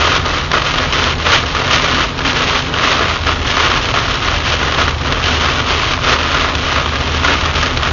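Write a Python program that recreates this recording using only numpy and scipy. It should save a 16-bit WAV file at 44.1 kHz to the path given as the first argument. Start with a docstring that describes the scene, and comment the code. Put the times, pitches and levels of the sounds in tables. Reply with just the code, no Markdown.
"""Inside a car on a motorway in a downpour. From the start, sheets of rain strike windscreen and roof:
heavy drops knock, fine ones tick, and the small cabin answers briefly, while the tyres rumble on the
wet road and the engine drones at its firing rate. Almost at once, fat drops begin to burst on the glass.
Around 2 s the body booms softly twice. Near 3 s the throttle eases and the second harmonic weakens;
the engine's pitch sinks slightly throughout. The body booms once more just after 7 s."""
import sys
import numpy as np
from scipy import signal
from scipy.fft import rfft, irfft, next_fast_len
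from scipy.io import wavfile
from scipy.ndimage import map_coordinates

SR = 44100
rng = np.random.default_rng(int(sys.argv[2]) if len(sys.argv) > 2 else 0)


def generate_wav(signal):
    """Clip the signal to [-1, 1] and save it as 16-bit WAV at the path in sys.argv[1]."""
    frames = np.transpose(np.atleast_2d(signal))
    scaled = np.clip(frames, -1, 1) * 32767
    pcm = np.round(scaled).astype(np.int16)
    wavfile.write(sys.argv[1], SR, pcm)


N = 349272

# sheets of rain: (start [s], length [s], relative heavy-drop level [dB], relative fine-drop level [dB])
RAIN_SHEETS = [(0, .165, -14.5, -17.5), (0.245, 0.16, -21.5, -23.5), (0.533, 0.035, -12.5, -24),
               (0.643, .19, -19.5, -21.5), (0.923, 0.19, -18.5, -18), (1.18, 0.015, -27, -21.5),
               (1.257, .05, -13, -15), (1.323, 0.027, -13, -9.5), (1.383, 0.13, -26, -26.5),
               (1.552, 0.15, -18.5, -23.5), (1.715, 0.044, -16.5, -12), (1.809, .23, -17.5, -19.5),
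               (2.249, 0.041, -18.5, -15.5), (2.354, .24, -19, -19), (2.755, 0.087, -19.5, -23.5),
               (2.823, 0.13, -17, -17.5), (2.974, .13, -17.5, -22.5), (3.117, .04, -23, -22.5),
               (3.268, .04, -17.5, -20), (3.453, 0.11, -21, -19.5), (3.563, .21, -16.5, -19.5),
               (3.813, .09, -24, -20.5), (3.952, .035, -17, -18), (4.02, 0.14, -21, -21.5),
               (4.214, .15, -20.5, -21), (4.444, .09, -20, -17), (4.592, 0.18, -21, -24),
               (4.775, .05, -15, -18), (4.878, 0.012, -21, -20.5), (5.017, 0.21, -27.5, -28),
               (5.235, .13, -22, -17.5), (5.403, 0.11, -16, -20.5), (5.542, 0.058, -18, -23.5),
               (5.666, .26, -20, -19.5), (6.027, 0.031, -16, -17.5), (6.074, 0.065, -12.5, -16.5),
               (6.185, 0.23, -19.5, -22.5), (6.33, .17, -19, -25.5), (6.617, .135, -21.5, -22),
               (6.759, 0.022, -14.5, -23.5), (6.819, 0.26, -26.5, -29.5), (7.116, 0.054, -22, -23),
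               (7.236, .105, -14.5, -19.5), (7.375, .13, -21, -24), (7.548, 0.13, -22, -20),
               (7.814, 0.067, -17.5, -25.5)]
# brief lulls in the rain: (time [s], Gaussian half width [s])
RAIN_LULLS = [(0.231, 0.018), (.49, .025), (1.169, 0.016), (2.144, .03), (4.959, 0.032)]
# impact spectra of a heavy and of a fine drop: (frequency [Hz], relative level [dB])
KNOCK_SPECTRUM = [(100, -25), (220, -12.5), (280, -7.5), (430, -5.5), (650, -4), (790, -11), (950, -5.5),
                  (1080, -1), (1450, -1.8), (1570, -9), (1680, -5), (2300, -8.5), (3500, -11.5),
                  (7000, -26)]
TICK_SPECTRUM = [(200, -18.5), (700, -8.5), (1500, -6.5), (2300, -5), (3000, -0.5), (3700, -6.5),
                 (4600, -11), (6000, -13.5), (6900, -19.5)]
# resonances of the windscreen: (frequency [Hz], width [Hz], peak gain [dB])
GLASS_MODES = [(1060, 50, 0), (1240, 44, 5), (1450, 60, 1), (1630, 41, 4), (3100, 220, 0)]
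# strength of the road rumble: (time [s], relative level [dB])
RUMBLE_LEVELS = [(0, -22), (1.2, -20.5), (2.3, -23.5), (3.2, -21.5), (4.2, -20.5), (5.5, -21), (6.6, -22),
                 (7.92, -19.5)]
# spectra of the road rumble and of the wet tyres: (frequency [Hz], relative level [dB])
RUMBLE_SPECTRUM = [(15, -18), (26, -6), (37, 4), (60, 2), (100, 0.5), (135, 1.5), (175, -8), (215, -10),
                   (400, -39)]
TYRE_SPECTRUM = [(150, -23.5), (215, -12.5), (250, 8), (310, -4), (400, -0.5), (650, -5.5), (800, -4),
                 (1150, -4), (2000, -11.5), (4000, -14), (7000, -29)]
# the engine slowing: (time [s], firing rate [Hz])
FIRING_RATES = [(0, 81.4), (2.6, 80.2), (5.5, 77.5), (6.4, 77.44), (7.92, 76.4)]
# the engine's fundamental in the cabin: (time [s], level [dB])
DRONE_LEVELS = [(0, -23.5), (.75, -30.5), (1.1, -23.5), (2.3, -31.5), (3.3, -26), (3.8, -32), (4.2, -28),
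                (5.1, -23), (6.3, -28.5), (7, -23.5), (7.92, -23.5)]
# its overtones: (multiple of the firing rate [1], level pulling [dB], level eased [dB])
ENGINE_OVERTONES = [(2, -34, -41.5), (3, -45, -43)]
# fat drops bursting on the windscreen: (time [s], knock level [dB], tick level [dB])
FAT_DROPS = [(0.163, -14, -15), (0.259, -19, -18), (0.515, -13, -15), (0.533, -11, -20), (0.582, -14, -21),
             (0.619, -16, -16), (0.665, -20, -17), (0.783, -17, -13), (0.925, -22, -12), (1.04, -19, -14),
             (1.318, -18, -11), (1.549, -12, -22), (1.677, -15, -20), (1.709, -16, -14), (1.797, -13, -19),
             (2.19, -17, -18), (2.206, -16, -28), (2.33, -17, -20), (2.739, -17, -16), (2.915, -11, -16),
             (3.267, -12, -17), (3.568, -11, -22), (3.606, -12, -22), (3.716, -11, -22), (3.94, -11, -21),
             (4.283, -12, -21), (4.539, -13, -25), (4.722, -16, -18), (4.879, -11, -18), (5.071, -16, -24),
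             (5.123, -15, -14), (5.24, -20, -15), (5.459, -15, -16), (5.485, -12, -21), (5.705, -13, -24),
             (5.935, -17, -15), (6.345, -17, -17), (6.551, -24, -13), (6.759, -17, -18), (6.956, -17, -20),
             (7.01, -21, -19), (7.076, -21, -20), (7.146, -17, -21), (7.247, -9, -20), (7.409, -20, -18),
             (7.555, -22, -18), (7.629, -17, -14), (7.772, -15, -15), (7.83, -18, -16)]
# booms of the body, as over seams in the road: (time [s], level [dB], Gaussian half width [s])
BODY_BOOMS = [(1.954, -21, 0.022), (2.286, -24.5, 0.047), (7.294, -24.5, 0.06)]
# low resonance of the body: (frequency [Hz], relative level [dB])
BODY_SPECTRUM = [(190, -36), (240, -2.5), (280, 0.5), (360, -18.5), (700, -45)]

BAND_LIMIT_HZ = 7000
TIME = np.arange(N) / SR


def amp(db):
    """Amplitude ratio of a level in decibels."""
    return 10 ** (np.asarray(db) / 20)


def unit(x):
    """Normalisation to an RMS of 1."""
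    return x / np.sqrt(np.mean(x ** 2) + 1e-20)


def spectral_gain(spectrum, hz):
    """Gain by interpolation of levels on a logarithmic frequency axis."""
    knots_hz, db = np.transpose(spectrum)
    return amp(np.interp(np.log(hz + 1), np.log(knots_hz + 1), db))


def curve(rows):
    """Linear interpolation of (time, value) rows at every sample."""
    return np.interp(TIME, *np.transpose(rows))


def gaussian(centre_s, half_s):
    """A Gaussian envelope of height 1."""
    return np.exp(-((TIME - centre_s) / half_s) ** 2 / 2)


def wobble(knots_per_s):
    """Slow random modulation: a spline through Gaussian values."""
    knots = rng.standard_normal(int(N * knots_per_s / SR) + 4)
    return map_coordinates(knots, [TIME * knots_per_s])


def filtered(x, response):
    """Linear filtering: the spectrum is multiplied by a frequency response."""
    size = next_fast_len(N + SR // 2)
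    return irfft(rfft(x, size) * response(np.fft.rfftfreq(size, 1 / SR)), size)[:N]


def shaped_noise(spectrum):
    """Spectral shaping of white noise, at an RMS of 1."""
    return unit(filtered(rng.standard_normal(N), lambda hz: spectral_gain(spectrum, hz)))


def rain_sheets(attack_s=.026, release_s=.036, lull_db=-5.5):
    """Incoherent sources add in power: sheets on steady rain give the heavy and fine levels in dB."""
    power = amp([[-25.5], [-26]]) ** 2 * np.ones(N)  # steady rain: heavy, fine
    for start, length, heavy_db, fine_db in RAIN_SHEETS:
        near = slice(*np.searchsorted(TIME, [start - attack_s, start + length + 10 * release_s]))
        age = TIME[near] - start
        rise = np.clip(age / attack_s + .5, 0, 1)
        fade = np.exp(-np.maximum(age - length, 0) / release_s)
        power[:, near] += (amp([[heavy_db], [fine_db]]) * rise * fade) ** 2
    lulls = sum(gaussian(centre_s, half_s) for centre_s, half_s in RAIN_LULLS)
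    return 10 * np.log10(power) + lull_db * lulls


def glass_impact(spectrum, size=2048):
    """Impact excitation: a drop sends a minimum-phase pulse of energy 1 through the resonant glass."""
    hz = np.fft.rfftfreq(size, 1 / SR)
    resonance_db = sum(db / (1 + (2 * (hz - centre) / width) ** 2) for centre, width, db in GLASS_MODES)
    gain = spectral_gain(spectrum, hz) * amp(resonance_db) / (1 + (hz / BAND_LIMIT_HZ) ** 16)
    cepstrum = irfft(np.log(gain + 1e-6))
    cepstrum[1:size // 2] *= 2  # folding onto positive time makes the pulse causal
    cepstrum[size // 2:] = 0
    pulse = irfft(np.exp(rfft(cepstrum)))
    return pulse / np.linalg.norm(pulse)


def path_to_ear(pane_db, pane_t60=.021, cabin_db=-4.5, cabin_t60=.071, size=2048):
    """Impulse response from one spot: direct blow, bending waves in the pane, cabin reverberation."""
    t = np.arange(size) / SR
    tails = rng.standard_normal((2, size)) * amp(-60 * t / [[pane_t60], [cabin_t60]])
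    tails /= np.linalg.norm(tails, axis=1, keepdims=True)
    response = amp([pane_db, cabin_db]) @ tails
    response[0] += 1  # the direct blow
    return response / np.linalg.norm(response)


def shower(level_db, spectrum, base_drops_per_s, clump_db, clump_s, pane_db, spread_db=4.5, spots=14):
    """Shot noise: drops land at random on several spots; harder rain brings more and bigger drops."""
    # spray lands in clumps, about 70 a second, that start at once and thin out over milliseconds
    onsets = (rng.random(N) < 70 / SR) * rng.uniform(.5, 1, N)
    clumps = signal.lfilter([1], [1, -np.exp(-1 / (clump_s * SR))], onsets)
    level_db = level_db + clump_db * np.minimum(unit(clumps - clumps.mean()), 2)
    flux = amp(level_db - np.mean(level_db)) ** .9
    hits = np.flatnonzero(rng.random(N) < base_drops_per_s * flux / SR)
    strength = amp(spread_db * np.clip(rng.standard_normal(N), -2, 2))[hits]
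    strength /= np.sqrt(flux[hits])  # level_db alone then sets the power
    spot = rng.integers(spots, size=N)[hits]
    patter = np.zeros(N)
    for k in range(spots):
        blows = np.bincount(hits[spot == k], strength[spot == k], N)
        patter += signal.oaconvolve(blows, path_to_ear(pane_db))[:N]
    patter = signal.oaconvolve(patter - patter.mean(), glass_impact(spectrum))[:N]
    return amp(level_db) * unit(patter)


def rain():
    """Superposition of two drop populations: heavy drops knock, fine drops tick."""
    heavy_db, fine_db = rain_sheets()
    heavy = shower(heavy_db, KNOCK_SPECTRUM, base_drops_per_s=650, clump_db=.86, clump_s=.0029, pane_db=-7)
    fine = shower(fine_db, TICK_SPECTRUM, base_drops_per_s=1500, clump_db=1.19, clump_s=.0023, pane_db=0)
    return amp(.49) * heavy + amp(.13) * fine


def road_noise():
    """Random excitation: the road surface makes the body rumble, and the wet tyres rush."""
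    rumble = amp(curve(RUMBLE_LEVELS) - 2) * shaped_noise(RUMBLE_SPECTRUM)
    tyres = shaped_noise(TYRE_SPECTRUM) * amp(-24.5 + .6 * wobble(5.8))
    return rumble + tyres


def engine(ease_at_s=3.15, ease_over_s=.3):
    """Periodic firing gives a harmonic series; off load the second harmonic falls, the third gains a bit."""
    phase = 2 * np.pi * np.cumsum(curve(FIRING_RATES)) / SR
    eased = np.clip((TIME - ease_at_s) / ease_over_s + .5, 0, 1)
    harmonics = [(1, curve(DRONE_LEVELS))]
    for order, pulling_db, eased_db in ENGINE_OVERTONES:
        harmonics.append((order, pulling_db + (eased_db - pulling_db) * eased))
    drone = np.zeros(N)
    for order, level_db in harmonics:
        waver = amp(1.4 * wobble(12))
        tone = np.sin(order * phase + .24 * wobble(12))
        drone += amp(level_db) * unit(waver * tone)
    return drone


def splats(burst_s=.006):
    """Transient excitation: a fat drop breaks up in milliseconds, driving the glass with noise bursts."""
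    out = np.zeros(N + SR)
    knock, tick = glass_impact(KNOCK_SPECTRUM), glass_impact(TICK_SPECTRUM)
    t = np.arange(SR // 20) / SR
    spatter = np.exp(-(t / burst_s) ** 2) + .13 * np.exp(-t / .014)
    for start, knock_db, tick_db in FAT_DROPS:
        for pulse, db in (knock, knock_db), (tick, tick_db):
            drop = signal.fftconvolve(pulse, rng.standard_normal(len(t)) * spatter)
            burst_rms = np.linalg.norm(drop) / np.sqrt(burst_s * SR)
            out[round(start * SR):][:len(drop)] += amp(db) * drop / burst_rms
    return out[:N]


def body_booms():
    """Structural resonance: a low, narrow band of noise from the car body swells and fades."""
    swell = sum(amp(db) * gaussian(centre_s, half_s) for centre_s, db, half_s in BODY_BOOMS)
    return swell * shaped_noise(BODY_SPECTRUM)


def scene():
    """Linear superposition of all sources at the ear, in one channel."""
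    return (rain() + road_noise() + engine() + splats() + body_booms())[None]


def record(dry):
    """Soft saturation rounds the highest peaks; a steep low-pass filter limits the band."""
    rounded = dry[0] / (1 + np.abs(dry[0] / .97) ** 8) ** (1 / 8)
    return filtered(rounded, lambda hz: 1 / np.sqrt(1 + (hz / BAND_LIMIT_HZ) ** 200))[None]


dry = scene()
out = record(dry)
generate_wav(out)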